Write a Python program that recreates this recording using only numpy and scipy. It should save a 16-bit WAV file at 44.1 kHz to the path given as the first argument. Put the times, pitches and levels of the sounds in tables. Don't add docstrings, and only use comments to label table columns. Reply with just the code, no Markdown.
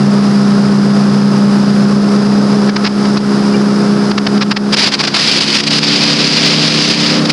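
import sys
import numpy as np
from scipy import signal
from scipy.fft import rfft, irfft, next_fast_len
from scipy.io import wavfile
from scipy.ndimage import uniform_filter1d

SR = 44100
rng = np.random.default_rng(int(sys.argv[2]) if len(sys.argv) > 2 else 0)


def materialize(psi):
    bounded = np.clip(np.atleast_2d(psi).T, -1, 1)
    quanta = np.round(bounded * 32767).astype(np.int16)
    wavfile.write(sys.argv[1], SR, quanta)


N = 322812

# t/s, speed/(turns per s)
CRANK_SPEED = [(0.0, 67.58), (1.6, 67.56), (3.0, 68.27), (4.6, 68.25), (5.2, 69.5), (5.95, 72.45),
               (7.32, 74.95)]
# t/s, relative level/dB
STEADY_WIND = [(4.6, -60), (4.8, -17), (5.68, -17), (5.88, -8.5), (7.0, -7), (7.13, -13), (7.22, -20),
               (7.32, -19)]
# start t/s, length/s, relative level/dB
WIND_GUSTS = [(2.687, 0.017, -11.5), (2.762, 0.0075, 1.3), (2.843, 0.038, -5.5), (3.05, 0.014, -17.5),
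              (3.17, 0.014, -10.5), (4.112, 0.0088, -6), (4.18, 0.0069, 1), (4.268, 0.0055, 0),
              (4.376, 0.0082, -13), (4.41, 0.025, -1.5), (4.512, 0.017, -1.8), (4.563, 0.013, -2.8),
              (4.725, 0.026, -1.5), (4.765, 0.13, -2.2), (4.917, 0.043, -3.5), (4.988, 0.03, -3),
              (5.033, .027, -5), (5.07, 0.022, -3.5), (5.139, .17, -2), (5.31, 0.084, -3.3),
              (5.405, 0.21, -3.5), (5.634, .012, -5), (5.665, .024, -4.5), (5.704, 0.091, -4),
              (5.828, 0.027, -4.5), (7.252, 0.013, -10.5), (7.293, 0.02, -5)]
# t/s, facing (0 glancing to 1 head-on)
WIND_FACING = [(4.55, 0.063), (4.8, 0.82), (5.1, 0.56), (5.25, 0.9), (7.0, 0.97), (7.32, 0.67)]
GEAR_RATIO = .425


def from_db(db):
    return 10 ** (np.asarray(db) / 20)


def rms_one(x):
    return x / np.sqrt(np.mean(x ** 2) + 1e-20)


def in_time(rows):
    s, *columns = np.transpose(rows)
    return [np.interp(np.arange(N) / SR, s, c) for c in columns]


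def at_hz(points, hz):
    f, level = np.transpose(points)
    return np.interp(np.log(np.maximum(hz, 1)), np.log(f), level)


def drift(rate):
    step = 40
    pole = np.exp(-2 * np.pi * rate * step / SR)
    white = rng.standard_normal(N // step + 2002)
    slow = signal.lfilter([1], [1, -2 * pole, pole * pole], white)[2000:]
    return np.interp(np.arange(N) / step, np.arange(len(slow)), rms_one(slow))


def noise(spectrum):
    size = next_fast_len(N)
    white = rfft(rng.standard_normal(size))
    hz = np.arange(len(white)) * SR / size
    coloured = irfft(white * from_db(at_hz(spectrum, hz)), size)
    return rms_one(coloured[:N])


def tone(turns):
    return np.sqrt(2) * np.sin(2 * np.pi * (turns + rng.random()))


def shaft_tones(orders, turns, state, waver_db, waver_rate):
    out = 0
    for multiple, *levels in orders:
        level = np.interp(state, np.arange(len(levels)), levels)
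        waver = waver_db * drift(waver_rate)
        out = out + from_db(level + waver) * tone(multiple * turns)
    return out


def engine(turns, state, load):
    # multiple of crank rate, then relative level/dB cruising, turning, speeding up, open throttle
    engine_orders = [(2, -29, -32, -41, -35), (3, -9, -11, -23, -22), (4, -29, -25, -27, -22),
                     (5, -33, -26, -28, -32), (6, -28, -24, -35, -45), (7, -40, -35, -46, -37),
                     (8, -39, -40, -43, -41), (9, -45, -43, -45, -43), (11, -41, -41, -46, -52),
                     (12, -42, -52, -45, -57), (16, -41, -47, -55, -53), (19, -36, -36, -55, -51),
                     (21, -47, -42, -54, -50)]
    # f/Hz, relative level per line/dB
    rattle_lines = [(200, -30), (450, -42), (700, -44), (1200, -52.5), (1500, -53), (2000, -56)]
    boom = shaft_tones(engine_orders, turns, state, waver_db=1.14, waver_rate=14.0)
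    loose_turns = turns + 0.0045 * drift(12.4)
    rattle = 0
    for multiple in np.arange(7, 54) / 2:
        level = at_hz(rattle_lines, multiple * CRANK_SPEED[0][1]) + rng.normal(0, 0.8)
        rattle = rattle + from_db(level) * tone(multiple * loose_turns)
    return from_db(1.32 + 1.47 * load) * (boom + rattle * from_db(-2.5 * state))


def propeller(turns, state, throttle, bank):
    # multiple of propeller rate, then relative level/dB cruising, turning, speeding up, open throttle
    prop_orders = [(5, -20, -27, -31, -23), (6, -28, -28, -34, -27), (8, -31, -43, -36, -31),
                   (9, -47, -42, -49, -44), (10, -36, -34, -40, -45), (11, -37, -47, -50, -52),
                   (13, -33, -41, -49, -38), (16, -43, -40, -44, -34), (18, -39, -42, -49, -43),
                   (24, -39, -39, -45, -55)]
    uneven_turns = GEAR_RATIO * turns + 0.0056 * drift(9.9)
    tones = shaft_tones(prop_orders, uneven_turns, state, waver_db=2.07, waver_rate=3.0)
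    return from_db(2 + 3.5 * throttle - 3.5 * bank) * tones


def wash(spectrum, turns, crank_throb=0.061, blade_throb=0.012, churn_db=0.35):
    throb = 1 + crank_throb * tone(turns) + blade_throb * tone(2 * GEAR_RATIO * turns)
    return noise(spectrum) * rms_one(throb) * from_db(churn_db * drift(28))


def roar(turns, throttle, bank):
    # f/Hz, level per Hz/dB
    roar_spectrum = [(90, -13), (135, -3.5), (220, -0.5), (380, 0.5), (540, -4.5), (750, -10.5),
                     (1200, -11), (3000, -53)]
    return from_db(-21 - 1.3 * throttle + 3.5 * bank) * wash(roar_spectrum, turns)


def rush(turns, throttle, bank):
    # f/Hz, level per Hz/dB
    rush_spectrum = [(200, -14), (600, -1.5), (900, -2), (1400, 0), (1700, -5), (2100, -10), (3200, -13),
                     (4300, -10.5), (5100, -8), (7000, -21), (10000, -25)]
    return from_db(-23 + 0.3 * throttle + 0.8 * bank) * wash(rush_spectrum, turns)


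def low_rumble():
    # f/Hz, level per Hz/dB
    rumble_spectrum = [(20, -8), (50, -4.5), (68, 5), (80, 1), (105, 4), (140, -25), (400, -72)]
    # t/s, rms level/dB
    rumble_level = [(0, -38.5), (4, -41.5), (5.2, -49), (7.32, -44)]
    return from_db(in_time(rumble_level)[0]) * noise(rumble_spectrum)


def wind(attack_s=0.0052, release_s=0.0065, flutter_db=1.18, flutter_rate=70,
         sizzle_db=-10, surge_db=1.37, surge_rate=14):
    # f/Hz, level per Hz/dB
    dull_spectrum = [(100, 10), (400, -2.5), (900, 8), (1700, 7.5), (2600, 3.5), (3500, 1), (4600, 2.5),
                     (5300, 2.5), (6500, -14.5), (8500, -30), (11000, -47)]
    # f/Hz, level per Hz/dB
    bright_spectrum = [(100, -3.5), (400, -0.5), (900, -11), (1500, -6), (2500, 1.5), (3700, 1.5),
                       (4600, 4.5), (5300, -0.5), (6300, -8.5), (8000, -18), (11000, -34)]
    # f/Hz, level per Hz/dB
    sizzle_spectrum = [(1000, -28), (3000, 11), (5000, -5), (6500, -6), (9000, -3), (11000, -9)]
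    t = np.arange(N) / SR
    power = from_db(in_time(STEADY_WIND)[0]) ** 2
    for start, length, gust_db in WIND_GUSTS:
        rise = (t - start) / attack_s
        fall = (start + length - t) / release_s
        shape = np.clip(.5 + np.minimum(rise, fall) / 2, 0, 1)
        power = power + from_db(gust_db) ** 2 * shape ** 3
    bright_power = power * np.clip(in_time(WIND_FACING)[0], 0, 1)
    dull_power = np.maximum(power - bright_power, 0)
    hiss = np.sqrt(dull_power) * noise(dull_spectrum) + np.sqrt(bright_power) * noise(bright_spectrum)
    sizzle = from_db(sizzle_db) * bright_power * noise(sizzle_spectrum)
    return (hiss + sizzle) * from_db(flutter_db * drift(flutter_rate) + surge_db * drift(surge_rate))


def crackle(x, crackle_db=1.0, grain_rate=350):
    return x * rms_one(from_db(crackle_db * drift(grain_rate)))


def pressure(swell_s=0.0057):
    t = np.arange(N) / SR
    swells = np.zeros(N)
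    for start, length, gust_db in WIND_GUSTS:
        push = 1.2 * np.exp(-((gust_db + 8.5) / 6.5) ** 2)
        phase = np.clip((t - start - length) / (length / 2 + swell_s), -1, 1)
        swells += push * np.cos(np.pi / 2 * phase) ** 2
    share = np.interp(in_time(WIND_FACING)[0], [0, 1], [1, 0.17])
    return share * swells + 0.25 * from_db(in_time(STEADY_WIND)[0])


def squeak(middle_s=3.548, length_s=.016):
    # f/Hz, relative level/dB
    squeak_partials = [(2350, -25), (2850, -27)]
    t = np.arange(N) / SR
    swell = np.exp(-(2 * (t - middle_s) / length_s) ** 2)
    return swell * sum(from_db(level) * tone(hz * t) for hz, level in squeak_partials)


def scene():
    stage_speeds = [67.55, 68.25, 69.2, 73.0]
    speed, = in_time(CRANK_SPEED)
    state = np.interp(speed, stage_speeds, np.arange(len(stage_speeds)))
    throttle = np.clip(state - 1, 0, 1)
    load = uniform_filter1d(np.gradient(speed) * SR, SR // 2)
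    bank_s, bank_width_s = 2.34, 0.57
    bank = np.exp(-((np.arange(N) / SR - bank_s) / bank_width_s) ** 2)
    turns = np.cumsum(speed * (1 + 0.00043 * drift(5.1))) / SR
    drone = engine(turns, state, load) + propeller(turns, state, throttle, bank)
    prop_wash = roar(turns, throttle, bank) + rush(turns, throttle, bank)
    wind_hiss = from_db(-2.0) * crackle(wind())
    return (drone + prop_wash + wind_hiss + pressure() + squeak())[None]


def port_ring(x, ring_hz=4950, width_hz=440):
    r = np.exp(-np.pi * width_hz / SR)
    zeros = np.array([1, 0, -1]) * (1 - r * r) / 2
    poles = [1, -2 * r * np.cos(2 * np.pi * ring_hz / SR), r * r]
    return signal.lfilter(zeros, poles, x)


def limiter(x, ceiling=0.8, release_db_per_s=50, smooth_s=0.0043, sense_s=0.00013):
    height = uniform_filter1d(np.abs(x), max(int(sense_s * SR), 1))
    over = 20 * np.log10(np.maximum(height / ceiling, 1))
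    recovery = release_db_per_s * np.arange(N) / SR
    cut = np.maximum.accumulate(over + recovery, axis=-1) - recovery
    return x * from_db(-uniform_filter1d(cut, max(int(smooth_s * SR), 1)))


def record(dry):
    limited = limiter(dry + 0.89 * port_ring(dry))
    low_cut = signal.butter(8, 118, "high", fs=SR, output="sos")
    thinned = signal.sosfilt(low_cut, limited)
    clipped = np.clip(thinned + low_rumble(), -.93, .93)
    top_cut = signal.ellip(12, .2, 80, 11150, fs=SR, output="sos")
    return signal.sosfilt(top_cut, clipped)


dry = scene()
out = record(dry)
materialize(out)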